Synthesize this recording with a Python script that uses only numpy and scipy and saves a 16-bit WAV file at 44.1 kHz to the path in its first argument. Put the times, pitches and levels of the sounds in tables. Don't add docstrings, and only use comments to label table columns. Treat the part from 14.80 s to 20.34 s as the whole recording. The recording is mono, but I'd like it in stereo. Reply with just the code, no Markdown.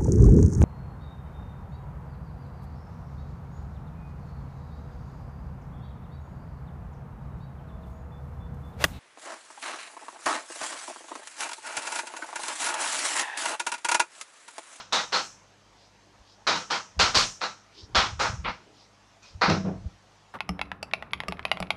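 import sys
import numpy as np
from scipy import signal
from scipy.fft import irfft
from scipy.io import wavfile
from scipy.ndimage import uniform_filter1d

SR = 44100
rng = np.random.default_rng(int(sys.argv[2]) if len(sys.argv) > 2 else 0)


def wav_out(sig):
    wavfile.write(sys.argv[1], SR, np.round(np.clip(np.atleast_2d(sig).T, -1, 1) * 32767).astype(np.int16))


N = 244269
HZ = np.fft.rfftfreq(8192, 1 / SR)
AGE = np.arange(SR * 3 // 4) / SR


def gain_of(db):
    return 10 ** (np.asarray(db) / 20)


def unit_rms(x):
    return x / np.sqrt(np.mean(x ** 2) + 1e-20)


def at_level(x, db):
    return gain_of(db) * x / np.sqrt(uniform_filter1d(x ** 2, 2200).max() + 1e-20)


def curve(points, hz):
    f, value = np.transpose(points)
    return np.interp(np.log(hz + 1), np.log(f + 1), value)


def bump(centre_hz, octaves):
    return np.exp(-.5 * (np.log2((HZ + 1) / centre_hz) / octaves) ** 2)


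def add(mix, s, sound):
    start = round(s * SR)
    sound = sound[max(-start, 0):]
    part = mix[max(start, 0):][:len(sound)]
    part += sound[:len(part)]


def coloured(x, db):
    log_gain = np.log(gain_of(np.r_[db, db[-2:0:-1]]))
    response = irfft(np.exp(np.conj(signal.hilbert(log_gain)))[:len(HZ)])
    return signal.fftconvolve(x, response[:len(HZ)])[:len(x)]


# f/Hz, relative level/dB
HISS_TONE = [(15, -65), (30, -46), (48, -10), (70, -29), (100, -16.5), (135, -9.5), (280, -17),
             (520, -14.5), (950, -13.5), (1400, -18), (3500, -23.5), (6200, -24), (9000, -37.5),
             (12200, -47), (13200, -81)]
def hiss(level_db=-59.5, flicker_db=-2.0):
    bands = signal.stft(rng.standard_normal(N), SR, nperseg=1024, noverlap=768)[2]
    patches = uniform_filter1d(rng.standard_normal(bands.shape), size=6, axis=0)
    patches = unit_rms(uniform_filter1d(patches, size=10, axis=1))
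    noise = signal.istft(bands * gain_of(flicker_db * patches), SR, nperseg=1024, noverlap=768)[1][:N]
    return gain_of(level_db) * unit_rms(coloured(noise, curve(HISS_TONE, HZ)))


# f/Hz, level/dB
HUM_TONES = [(50.3, -73.5), (100.5, -68.5), (201, -75), (302, -78.5)]
def hum():
    t = np.arange(N) / SR
    return sum(gain_of(db) * np.sqrt(2) * np.sin(2 * np.pi * (hz * t + rng.random()))
               for hz, db in HUM_TONES)


# f/Hz, time to fade by 60 dB (t60)/s
ECHO_TIMES = [(100, .55), (400, 0.39), (1200, 0.43), (3000, 0.43), (4600, 0.33), (5400, 0.47), (7000, 0.45),
              (12000, 0.39)]
# delay/s, strength/ratio to echo
SOUND_PATHS = [(0.0003, 0.14), (0.0062, 0.3), (0.0085, 0.11), (0.017, 0.1), (0.026, 0.082), (0.035, 0.053)]
def room(walls, ring=1.0, firm=0.99, shared=0.42, build_s=0.0089):
    noise = shared * walls + np.sqrt(1 - shared ** 2) * rng.standard_normal(len(AGE))
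    hz, t, bands = signal.stft(noise, SR, nperseg=256)
    fade = gain_of(-60 * t / (ring * curve(ECHO_TIMES, hz)[:, None]))
    echo = signal.istft(bands * fade, SR)[1][:len(AGE)]
    echo *= 1 - np.exp(-AGE * firm / build_s)
    echo /= np.linalg.norm(echo)
    for delay, share in SOUND_PATHS:
        arrival = rng.standard_normal(len(AGE)) * np.exp(-AGE / .002)
        add(echo, delay, firm * share * arrival / np.linalg.norm(arrival))
    return echo


def rubbing(strokes, half_s, hz, spread_hz, climb_octaves=0):
    out = np.zeros(N)
    progress = np.clip((AGE - AGE.mean()) / half_s, -1, 1)
    tone = np.cos(2 * np.pi * np.cumsum(hz * 2 ** (climb_octaves * progress)) / SR)
    swell = np.cos(np.pi * progress / 2) ** 4
    lowpass = signal.butter(3, spread_hz, fs=SR, output="sos")
    for s, db in strokes:
        grit = signal.sosfilt(lowpass, rng.standard_normal(len(AGE)))
        add(out, s - AGE.mean(), at_level(grit * tone * swell, db))
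    return out


# middle t/s, level/dB
SLEEVE_BRUSHES = [(1.25, -53), (3.05, -46.5), (3.897, -49)]
def sleeve():
    return rubbing(SLEEVE_BRUSHES, half_s=0.24, hz=363, spread_hz=87)


# t/s, held for/s, level/dB
HAND_LEANS = [(2.2, .24, -45), (3.13, 0.54, -44.5), (4.56, 0.5, -48)]
# f/Hz, relative level/dB
SWAY_TONE = [(15, -40), (35, 3), (60, 0.5), (110, 2), (170, -7), (240, -17.5), (500, -45), (2000, -86)]
def board_sway(rise_db_per_s=253, fall_db_per_s=176):
    t, pressure = np.arange(N) / SR, np.zeros(N)
    for s, held, db in HAND_LEANS:
        before, after = np.maximum(s - t, 0), np.maximum(t - s - held, 0)
        pressure += gain_of(db - rise_db_per_s * before - fall_db_per_s * after)
    return pressure * unit_rms(coloured(rng.standard_normal(N), curve(SWAY_TONE, HZ)))


# f/Hz, relative level/dB, time to fade by 60 dB (t60)/s
BOARD_NOTES = [(97, -4, 0.38), (164.7, 4.5, 0.27), (189.6, 6, 0.32), (323.4, -10, 0.72), (491, -5, 0.24),
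               (650, -7.5, 0.38)]
def board_boom(rise_s=0.0051):
    notes = sum(gain_of(db - 60 * AGE / fade_s) * np.sin(2 * np.pi * hz * AGE)
                for hz, db, fade_s in BOARD_NOTES)
    return notes * (1 - np.exp(-AGE / rise_s))


# middle t/s, level/dB, f/Hz
HARD_PUSHES = [(1.411, -50, 56), (2.189, -26, 65.5), (2.241, -29, 81), (2.375, -25.5, 89.6),
               (3.04, -39.5, 81), (3.183, -24.5, 66.3), (3.335, -31.5, 90.7), (3.504, -26, 88),
               (3.542, -27, 101), (3.599, -29, 69), (3.695, -40, 70.4), (4.559, -35.5, 77.5),
               (4.734, -30.5, 76), (5.066, -24, 74.1)]
def board_thumps(cycles=3.6, boom_db=-20):
    out, t = np.zeros(N), AGE - AGE.mean()
    for s, db, hz in HARD_PUSHES:
        length = cycles / hz
        swell = np.exp(-(4.86 * t / length) ** 2)
        swing = np.sin(2 * np.pi * (hz * t + rng.random()))
        add(out, s - AGE.mean(), gain_of(db) * swell * swing)
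        add(out, s - length / 2, at_level(board_boom(), db + boom_db))
    return out


# t/s, boom level/dB, rattle compared with the boom/dB
WALL_KNOCKS = [(1.735, -43.5, -2), (4.614, -49, -15), (4.680, -22.5, -6.5), (4.699, -28, -1),
               (4.774, -29, -29), (4.843, -27.5, -5.5), (4.874, -38.5, 5)]
# f/Hz, relative level/dB
RATTLE_TONE = [(40, -12), (150, 8), (300, 14), (700, 8), (1500, -8), (3000, -27), (7000, -74), (15000, -70)]
def board_knocks(walls, settle_s=0.0044):
    out = np.zeros(N)
    for s, db, rattle_db in WALL_KNOCKS:
        blow = room(walls) * (1 - np.exp(-AGE / settle_s))
        rattle = coloured(blow, curve(RATTLE_TONE, HZ))
        add(out, s, at_level(board_boom(), db) + at_level(rattle, db + rattle_db))
    return out


# middle t/s, level/dB
LIGHT_STROKES = [(1.029, -52.5), (1.503, -51), (2.995, -41.5), (4.002, -50), (4.481, -47.5)]
def chalk_glides():
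    return rubbing(LIGHT_STROKES, half_s=.13, hz=4080, spread_hz=1020, climb_octaves=0.3)


# f/Hz, relative level/dB
CHALK_TONE = [(30, -37.5), (100, -21), (170, -8), (250, -6.5), (400, -5.5), (750, -1.5), (1050, 2),
              (1320, 2), (1800, -2), (2900, -3.5), (4400, -0.5), (6500, -12), (10000, -37.5),
              (15000, -62.5)]
# f/Hz, width/Hz, boost/dB
SURFACE_NOTES = [(504, 32, 7), (631.8, 13.4, 6.5), (791, 69, 5), (918.5, 21, 5.5), (978, 8, 5.5),
                 (1042, 9.1, 6), (1265, 52, 3), (1333, 31, 5), (1395, 15, 3), (1507, 33, 3.5),
                 (2486, 16, 5), (2620, 9.9, 1.5), (3435, 31, 1.5), (4240, 14, 7.5)]
def chalk_colour(hollow_db, bite_db, sparkle_db):
    surface = sum(db / (1 + (2 * (HZ - hz) / width) ** 2) for hz, width, db in SURFACE_NOTES)
    hollow = hollow_db * bump(950, 0.93)
    bite = bite_db * bump(3180, 0.22)
    sparkle = sparkle_db / (1 + (6000 / (HZ + 1)) ** 4)
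    return curve(CHALK_TONE, HZ) + surface + hollow + bite + sparkle


# t/s, level/dB, high sparkle/dB
CHALK_DRAGS = [(0.166, -33.5, -12), (0.336, -34.5, 13), (0.41, -45, 26), (1.745, -33, 7), (1.916, -35, 2),
               (2.201, -34.5, -8), (2.36, -28.5, 20), (3.236, -38, -12), (3.457, -42.5, -8)]
def chalk_drags(walls, drag_s=.029, slips_per_s=450, spread_db=4):
    out = np.zeros(N)
    for s, db, sparkle_db in CHALK_DRAGS:
        slipping = (rng.random(len(AGE)) < slips_per_s / SR) & (AGE < drag_s)
        strength = gain_of(spread_db * rng.standard_normal(len(AGE)))
        direction = np.sign(rng.standard_normal(len(AGE)))
        scrape = signal.fftconvolve(slipping * strength * direction, room(walls))[:len(AGE)]
        add(out, s, at_level(coloured(scrape, chalk_colour(0, 0, sparkle_db)), db))
    return out


# t/s, level/dB, hollow board tone/dB, bite/dB, high sparkle/dB, firmness/factor,
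# the chalk stick's own note f/Hz (it shifts with the grip), boost of that note/dB
CHALK_TAPS = [(-0.07, -27.5, 3, 4, -1, 1.04, 4000, 4.5), (0.124, -22, 5, 0.5, 14.5, 0.93, 3740, 9.5),
              (0.322, -23, 3, 1, 6, 0.61, 4240, 5), (1.668, -21, 0, -2.5, -1.5, .8, 3860, 5),
              (1.902, -25.5, 2.5, -3.5, 4, 0.66, 3140, 7), (2.192, -17.5, 1.5, 1.5, 8.5, 0.9, 4400, 1),
              (2.346, -18, -3, 1, 10, 0.81, 4600, 3.5), (2.610, -28.5, 6.5, -1, 1.5, .7, 4100, 5.5),
              (2.632, -31, 0, -5, -1, 1.54, 3840, 7), (3.148, -18.5, 0.5, 0, -1, 0.79, 3400, 3),
              (3.393, -24, 6.5, -4.5, 7, 0.48, 4500, -3.5), (3.642, -29.5, -0.5, 2, -49, 0.86, 2300, 6.5),
              (3.679, -32.5, -2.5, -15, -28.5, 1.3, 4000, 1), (4.424, -44, -2, -6, -3, 0.88, 2500, 15),
              (4.612, -19, 1, -7.5, -18, 0.82, 4600, 4.5), (4.693, -27, -13.5, -8, -15, 2.04, 4500, -8)]
def chalk_taps(walls, rebound_hz=1388, ripple_db=0.37):
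    out = np.zeros(N)
    ripple = ripple_db * np.cos(2 * np.pi * HZ / rebound_hz)
    for s, db, hollow_db, bite_db, sparkle_db, firm, stick_hz, stick_db in CHALK_TAPS:
        stick = stick_db * bump(stick_hz, octaves=0.082)
        colour = chalk_colour(hollow_db, bite_db, sparkle_db) + ripple + stick
        blow = room(walls, ring=0.97, firm=firm)
        add(out, s, at_level(coloured(blow, colour), db))
    return out


def scene():
    walls = rng.standard_normal(len(AGE))
    chalk = chalk_taps(walls) + chalk_drags(walls)
    board = board_knocks(walls) + board_thumps() + board_sway()
    return np.array([chalk + board + chalk_glides() + sleeve()] * 2)


def suppress(x, low_hz, threshold_db, depth_db, top_hz=5200, softness_db=1.3):
    band = signal.sosfiltfilt(signal.butter(6, [low_hz, top_hz], "band", fs=SR, output="sos"), x)
    power = uniform_filter1d((band ** 2).mean(0), 900)
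    level_db = 10 * np.log10(abs(power) + 1e-12)
    shut = .5 - .5 * np.tanh((level_db - threshold_db) / (2 * softness_db))
    return x + band * (gain_of(-depth_db * shut) - 1)


def record(dry):
    heard = suppress(dry, low_hz=227, threshold_db=-32, depth_db=7.0)
    heard = suppress(heard, low_hz=129.5, threshold_db=-46, depth_db=5.0)
    heard = heard + hiss() + hum()
    lowpass = signal.firwin(511, 15000, window=("kaiser", 9), fs=SR)
    return signal.oaconvolve(heard, lowpass[None], "same")


dry = scene()
out = record(dry)
wav_out(out)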